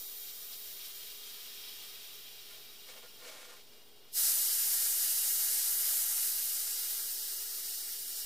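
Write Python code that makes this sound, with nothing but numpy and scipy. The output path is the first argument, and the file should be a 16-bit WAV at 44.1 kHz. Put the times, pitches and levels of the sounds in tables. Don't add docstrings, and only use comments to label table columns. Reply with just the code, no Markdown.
import sys
import numpy as np
from scipy import signal
from scipy.fft import rfft, irfft
from scipy.io import wavfile

SR = 44100
rng = np.random.default_rng(int(sys.argv[2]) if len(sys.argv) > 2 else 0)


def put_to_file(sound):
    columns = np.atleast_2d(sound).T
    safe = np.clip(columns, -1, 1)
    whole_steps = np.round(safe * 32767)
    wavfile.write(sys.argv[1], SR, whole_steps.astype(np.int16))


def boost(x):
    u = np.asarray(x, float) / 20
    return 10 ** u


N = 363825
SECONDS = np.arange(N) / SR

# time_s, level_db
TANK_PRESSURE = [
    (4.2, 1),
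    (4.35, -0.1),
    (4.95, -2),
    (5.5, -1.74),
    (6.1, -2.5),
    (6.6, -6.5),
    (7.2, -9.5),
    (7.65, -12),
    (8.25, -13),
]


def tank_pressure_db():
    return in_time(TANK_PRESSURE)


def opening_db(lag_s):
    open_s, opening_s, curve = 4.098, 0.09, 1.6
    turned = np.clip((SECONDS - open_s - lag_s) / opening_s, 1e-3, 1)
    return 40 * curve * np.log10(np.sin(np.pi / 2 * turned))


# freq_hz, density_db (per Hz)
BLEED_HISS = [(320, -57.5), (540, -33), (660, -17.5), (760, -24.5), (850, -14.5), (960, -22), (1200, -17.5),
              (2340, -13.5), (3500, -7), (4900, -3), (6100, 1), (9000, 5), (12600, 4.5), (15400, -3)]
# centre_hz, width_hz, peak_db
BLEED_REFLECTIONS = [(1100, 300, -3.4), (1388, 95, 4.1), (1651, 87, 4.2), (1760, 45, -5.5), (1865, 45, 6.0),
                     (2294, 45, -6.3), (2736, 57, -4.1), (2856, 58, 5.0), (3425, 45, -5.4),
                     (3734, 45, -3.4), (3858, 77, 3.4), (4843, 57, 8.0), (5885, 45, -5.8), (6965, 45, 5.3),
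                     (7527, 45, -6.2), (7997, 45, 5.6), (8734, 53, -5.4), (8982, 190, 3.8),
                     (9711, 45, -5.4), (11381, 62, 6.1), (11541, 64, -4.6), (11682, 45, 5.4),
                     (12289, 45, 5.5), (12416, 45, -5.2), (12559, 92, -5.4), (12720, 45, 4.0),
                     (12825, 63, -4.9), (13001, 92, 8.6), (13735, 55, -6.2), (14165, 68, 5.7)]
# start_db, follow_share (of the pressure fall), shift_db (per dB of pressure above choking)
BLEED_RESPONSE = [(-52.5, 0.7, 0), (-51.5, 0.63, 0.014), (-42.5, 0.48, 0.91), (-34.5, 0.9, 0.093),
                  (-34.5, 1.12, 0), (-33.5, .6, 0.13)]
BLEED_LAGS = [0.0047, 0.0051, -0.0014, 0.0055, 0.0066, 0.001]
# time_s, boost_db
VALVE_SURGES = [
    (6.7, 0.8),
    (7.36, 0.3),
    (7.75, 2.5),
    (8.19, 2.5),
]


def bleed_jet():
    surge_db = swells_db(VALVE_SURGES, half_s=0.078)
    surge_shares = [.1, 0.34, 1, 0.96, 0.55, 0.22]
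    pressed_db = band_levels(tank_pressure_db(), BLEED_RESPONSE, choke_db=-2.5)
    levels_db = []
    for level_db, lag_s, share in zip(pressed_db, BLEED_LAGS, surge_shares):
        levels_db.append(level_db + opening_db(lag_s) + share * surge_db)
    return jet(levels_db, BLEED_HISS, BLEED_REFLECTIONS, flutter_db=.45, patchy_db=.5)


# time_s, level_db
LINE_PRESSURE = [
    (0, 0),
    (.8, -1.8),
    (1.8, -4.5),
    (2.5, -8.5),
    (3.0, -11),
    (3.45, -14),
    (3.68, -16.5),
    (3.95, -19),
    (4.3, -18),
]
# freq_hz, density_db (per Hz)
LEAK_HISS = [(400, -37), (700, -15.5), (1700, -7), (2500, -5.5), (3000, -2), (3900, 0), (5500, -3),
             (6200, -11), (7700, -12), (10800, -11.5), (12000, -10), (13600, -4.5), (14700, 2), (15600, -5)]
# centre_hz, width_hz, peak_db
LEAK_REFLECTIONS = [(1734, 45, -5.4), (2347, 71, 5.5), (2714, 45, -5.9), (2811, 45, 6.2), (3063, 45, -5.8),
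                    (3209, 87, 5.5), (3826, 45, 9.4), (3934, 77, -5.6), (4833, 45, 5.2), (5143, 45, -7.2),
                    (5397, 51, 4.8), (5681, 141, 5.0), (6314, 69, -13.2), (7114, 45, 5.4), (7310, 45, 6.9),
                    (7509, 96, -7.7), (8923, 187, 4.5), (10563, 55, 4.5), (10846, 45, -7.7),
                    (11066, 89, -5.4), (11295, 88, 4.6), (11681, 45, 7.9), (12024, 118, -3.6),
                    (12215, 129, 3.8), (12349, 45, -4.7), (12862, 61, -5.1), (13291, 45, -5.8),
                    (14415, 68, 5.3), (14833, 58, 5.5), (15149, 70, -6.9)]
# start_db, follow_share (of the pressure fall), shift_db (per dB of pressure above choking)
LEAK_RESPONSE = [(-59.5, 0.74, -1.4), (-51, 0.94, -2.5), (-49, 0.93, -1.43), (-52.5, 0.91, 0),
                 (-52.5, 1.07, 0.5), (-47.5, 0.95, 0.7)]
# time_s, boost_db
DROPLETS = [
    (.295, 3.5),
    (.535, 5.5),
    (.81, 2.5),
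    (.855, 4),
    (1.11, 2.5),
    (1.69, 4),
    (1.74, 0),
    (2.28, 2),
]


def leak_jet():
    spit_db = swells_db(DROPLETS, half_s=0.016)
    spit_shares = [0.29, .9, 1, 0.43, .15, .1]
    pressed_db = band_levels(in_time(LINE_PRESSURE), LEAK_RESPONSE, choke_db=-4)
    levels_db = [level_db + share * spit_db for level_db, share in zip(pressed_db, spit_shares)]
    return jet(levels_db, LEAK_HISS, LEAK_REFLECTIONS, flutter_db=.35, patchy_db=.3)


def band_levels(pressure_db, bands, choke_db):
    choked_db = np.maximum(pressure_db - choke_db, 0)
    return [start_db + follows * pressure_db + shift * choked_db for start_db, follows, shift in bands]


def swells_db(events, half_s):
    return sum(boost_db * np.exp(-((SECONDS - s) / half_s) ** 2) for s, boost_db in events)


JET_EDGES = [2400, 3600, 5900, 10500, 13400]


def jet(levels_db, colour, comb, flutter_db, patchy_db):
    hz, gain = response(colour, comb)
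    sound = stereo_noise(side_db=-11.5, tilt_db=-1.4) * gain * workshop(wet_db=-7.0, t60=.17)
    above = [1, *(1 / (1 + (edge / hz) ** 40) for edge in JET_EDGES), 0]
    flow_db = flutter_db * (drift(7) + .6 * drift(25))
    out = 0
    for low, high, level_db in zip(above, above[1:], levels_db):
        band = rms_one(irfft(sound * (low - high), N))
        out = out + band * boost(level_db + flow_db + patchy_db * drift(6.7))
    return out


def workshop(wet_db, t60):
    decay = boost(-60 * np.minimum(SECONDS, 2) / t60)
    tail = rng.standard_normal(N) * decay * (SECONDS > .004)
    return 1 + boost(wet_db) * rfft(tail / np.sqrt(np.sum(tail ** 2)))


def whistle():
    hz = np.fft.rfftfreq(N, 1 / SR)
    resonance = 1 / (1 + (2 * (hz - 2860) / 70) ** 2)
    tone = rms_one(irfft(stereo_noise(side_db=-13.0) * resonance, N))
    from_s, rise_s = 1.1, 1.1
    seep = np.clip((SECONDS - from_s) / rise_s, 0, 1) * boost(-72.5)
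    blown = boost(-62 + tank_pressure_db() + opening_db(0))
    return (seep + blown) * tone


# freq_hz, density_db (per Hz)
GRIT_COLOUR = [(120, -52), (200, -16), (312, -7.5), (383, -31), (504, -6.5), (858, -13), (1050, -20),
               (1700, -14.5), (2020, -17), (4010, -16), (12000, -24), (15600, -49), (22000, -120)]
# centre_hz, width_hz, peak_db
SOLE_RESONANCES = [(485, 68, 13.5), (634, 36, 11), (1054, 38, 13.5), (1190, 86, 10), (1411, 42, 16),
                   (1816, 40, 10), (2230, 60, 11.5)]
# start_s, length_s, grit_db, thud_db (against grit), rub_db (against grit)
SHOE_STROKES = [
    (2.476, .15, -57.5, -12, -9),
    (2.865, 0.096, -53.5, -9, -6),
    (2.947, .065, -54, -3, -6),
    (3.018, 0.075, -59, -3, -1.5),
    (3.153, 0.49, -51, -8, -5.5),
]


def shoes():
    hz, gain = response(GRIT_COLOUR, SOLE_RESONANCES)
    sound = stereo_noise(side_db=-14.0) * gain
    over_thud, over_rub = (1 / (1 + (edge / hz) ** 8) for edge in (750, 2000))
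    shares = [1 - over_thud, over_thud - over_rub, over_rub]
    thud, rub, grit = (rms_one(irfft(sound * share, N)) for share in shares)
    grain = boost(1.5 * drift(40))
    out = 0
    for start_s, length_s, grit_db, thud_db, rub_db in SHOE_STROKES:
        drag = stroke(start_s, length_s, fade_db=-12) * (grit + boost(rub_db) * rub)
        weight = stroke(start_s + 0.022 * length_s, length_s, fade_db=-19) * boost(thud_db) * thud
        out = out + boost(grit_db) * (drag + weight)
    return grain * out


def stroke(start_s, length_s, fade_db):
    press_share, lift_share = 0.26, 0.2
    done = (SECONDS - start_s) / length_s
    press = np.clip(done / press_share, 0, 1)
    lift = np.clip((1 - done) / lift_share, 0, 1)
    return press * lift * boost(fade_db * np.clip(done - press_share, 0, 1))


# pitch_hz, level_db (rms)
MOTOR_LINES = [(118.4, -82), (236.9, -84), (355.3, -82), (414.5, -73), (473.7, -78)]


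def motor():
    out = 0
    for hz, level_db in MOTOR_LINES:
        turns = hz * SECONDS + rng.random() + .05 * drift(4)
        out = out + boost(level_db + 3 + 1.3 * drift(2.5)) * np.sin(2 * np.pi * turns)
    return out


# freq_hz, density_db (per Hz)
AIR_COLOUR = [(8.8, -29.5), (15, -10), (34, -26.5), (55, -26.5), (74, -28), (127, -25), (227, -23.5),
              (303, -23), (412, -18), (530, -24), (643, -20.5), (982, -27), (1500, -27), (1950, -65),
              (3300, -120)]


def room_air():
    hz, gain = response(AIR_COLOUR)
    fall = 1 / (1 + (hz / 2500) ** 4)
    return boost(-58.5 - 9.5) * rms_one(irfft(stereo_noise(side_db=-10.0) * gain * fall, N))


def rms_one(x):
    return x / np.sqrt(np.mean(x ** 2) + 1e-20)


def in_time(rows):
    s, level = np.transpose(rows)
    return np.interp(SECONDS, s, level)


def drift(rate_hz):
    r = np.exp(-80 * np.pi * rate_hz / SR)
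    chance = rng.standard_normal(N // 40 + 2002)
    slow = signal.lfilter([1], [1, -2 * r, r * r], chance)[2000:]
    return np.interp(np.arange(N) / 40, np.arange(len(slow)), rms_one(slow))


def response(colour, peaks=()):
    hz = np.maximum(np.fft.rfftfreq(N, 1 / SR), 1)
    points = np.array(colour)
    level_db = np.interp(np.log(hz), np.log(points[:, 0]), points[:, 1])
    for centre_hz, width_hz, peak_db in peaks:
        level_db = level_db + peak_db / (1 + (2 * (hz - centre_hz) / width_hz) ** 2)
    return hz, boost(level_db)


def stereo_noise(side_db, tilt_db=0):
    mid, side = rfft(rng.standard_normal((2, N)))
    octaves = np.log2(np.clip(np.fft.rfftfreq(N, 1 / SR), 500, None) / 2000)
    return mid + boost(side_db + tilt_db * octaves) * side * [[1], [-1]]


def scene():
    return bleed_jet() + leak_jet() + whistle() + shoes() + motor() + room_air()


# freq_hz, limit_db
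MUTE_LIMIT = [(60, -66.5), (90, -46), (130, -37.5), (180, -46.5), (250, -47), (500, -50.5), (1000, -42.5),
              (2200, -37.5), (3500, -34.5), (6000, -50), (15000, -48)]


def band_dropouts(x, follow):
    hz, _, frames = signal.stft(x, SR, "cosine", nperseg=2048, noverlap=1024)
    power = np.abs(frames.mean(axis=0)) ** 2
    loud_db = 10 * np.log10(power.sum(axis=0) + 1e-12)
    band_power = power[:-1].reshape(256, 4, -1).sum(axis=1)
    band_db = 10 * np.log10(np.repeat(band_power, 4, axis=0) + 1e-14)
    points = np.array(MUTE_LIMIT)
    limit_db = np.interp(np.log(hz[:-1] + 1), np.log(points[:, 0]), points[:, 1])[:, None]
    keep = band_db > limit_db + follow * (loud_db + 40) - 40
    frames[:, :-1] *= keep / (1 + (hz[:-1, None] / 15560) ** 300)
    return signal.istft(frames, SR, "cosine", nperseg=2048, noverlap=1024)[1][:, :N]


def top_cut(x):
    return signal.sosfilt(signal.butter(12, 15720, fs=SR, output="sos"), x)


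def record(dry):
    mix = band_dropouts(dry, follow=.6) - .0015
    return top_cut(mix)


dry = scene()
out = record(dry)
put_to_file(out)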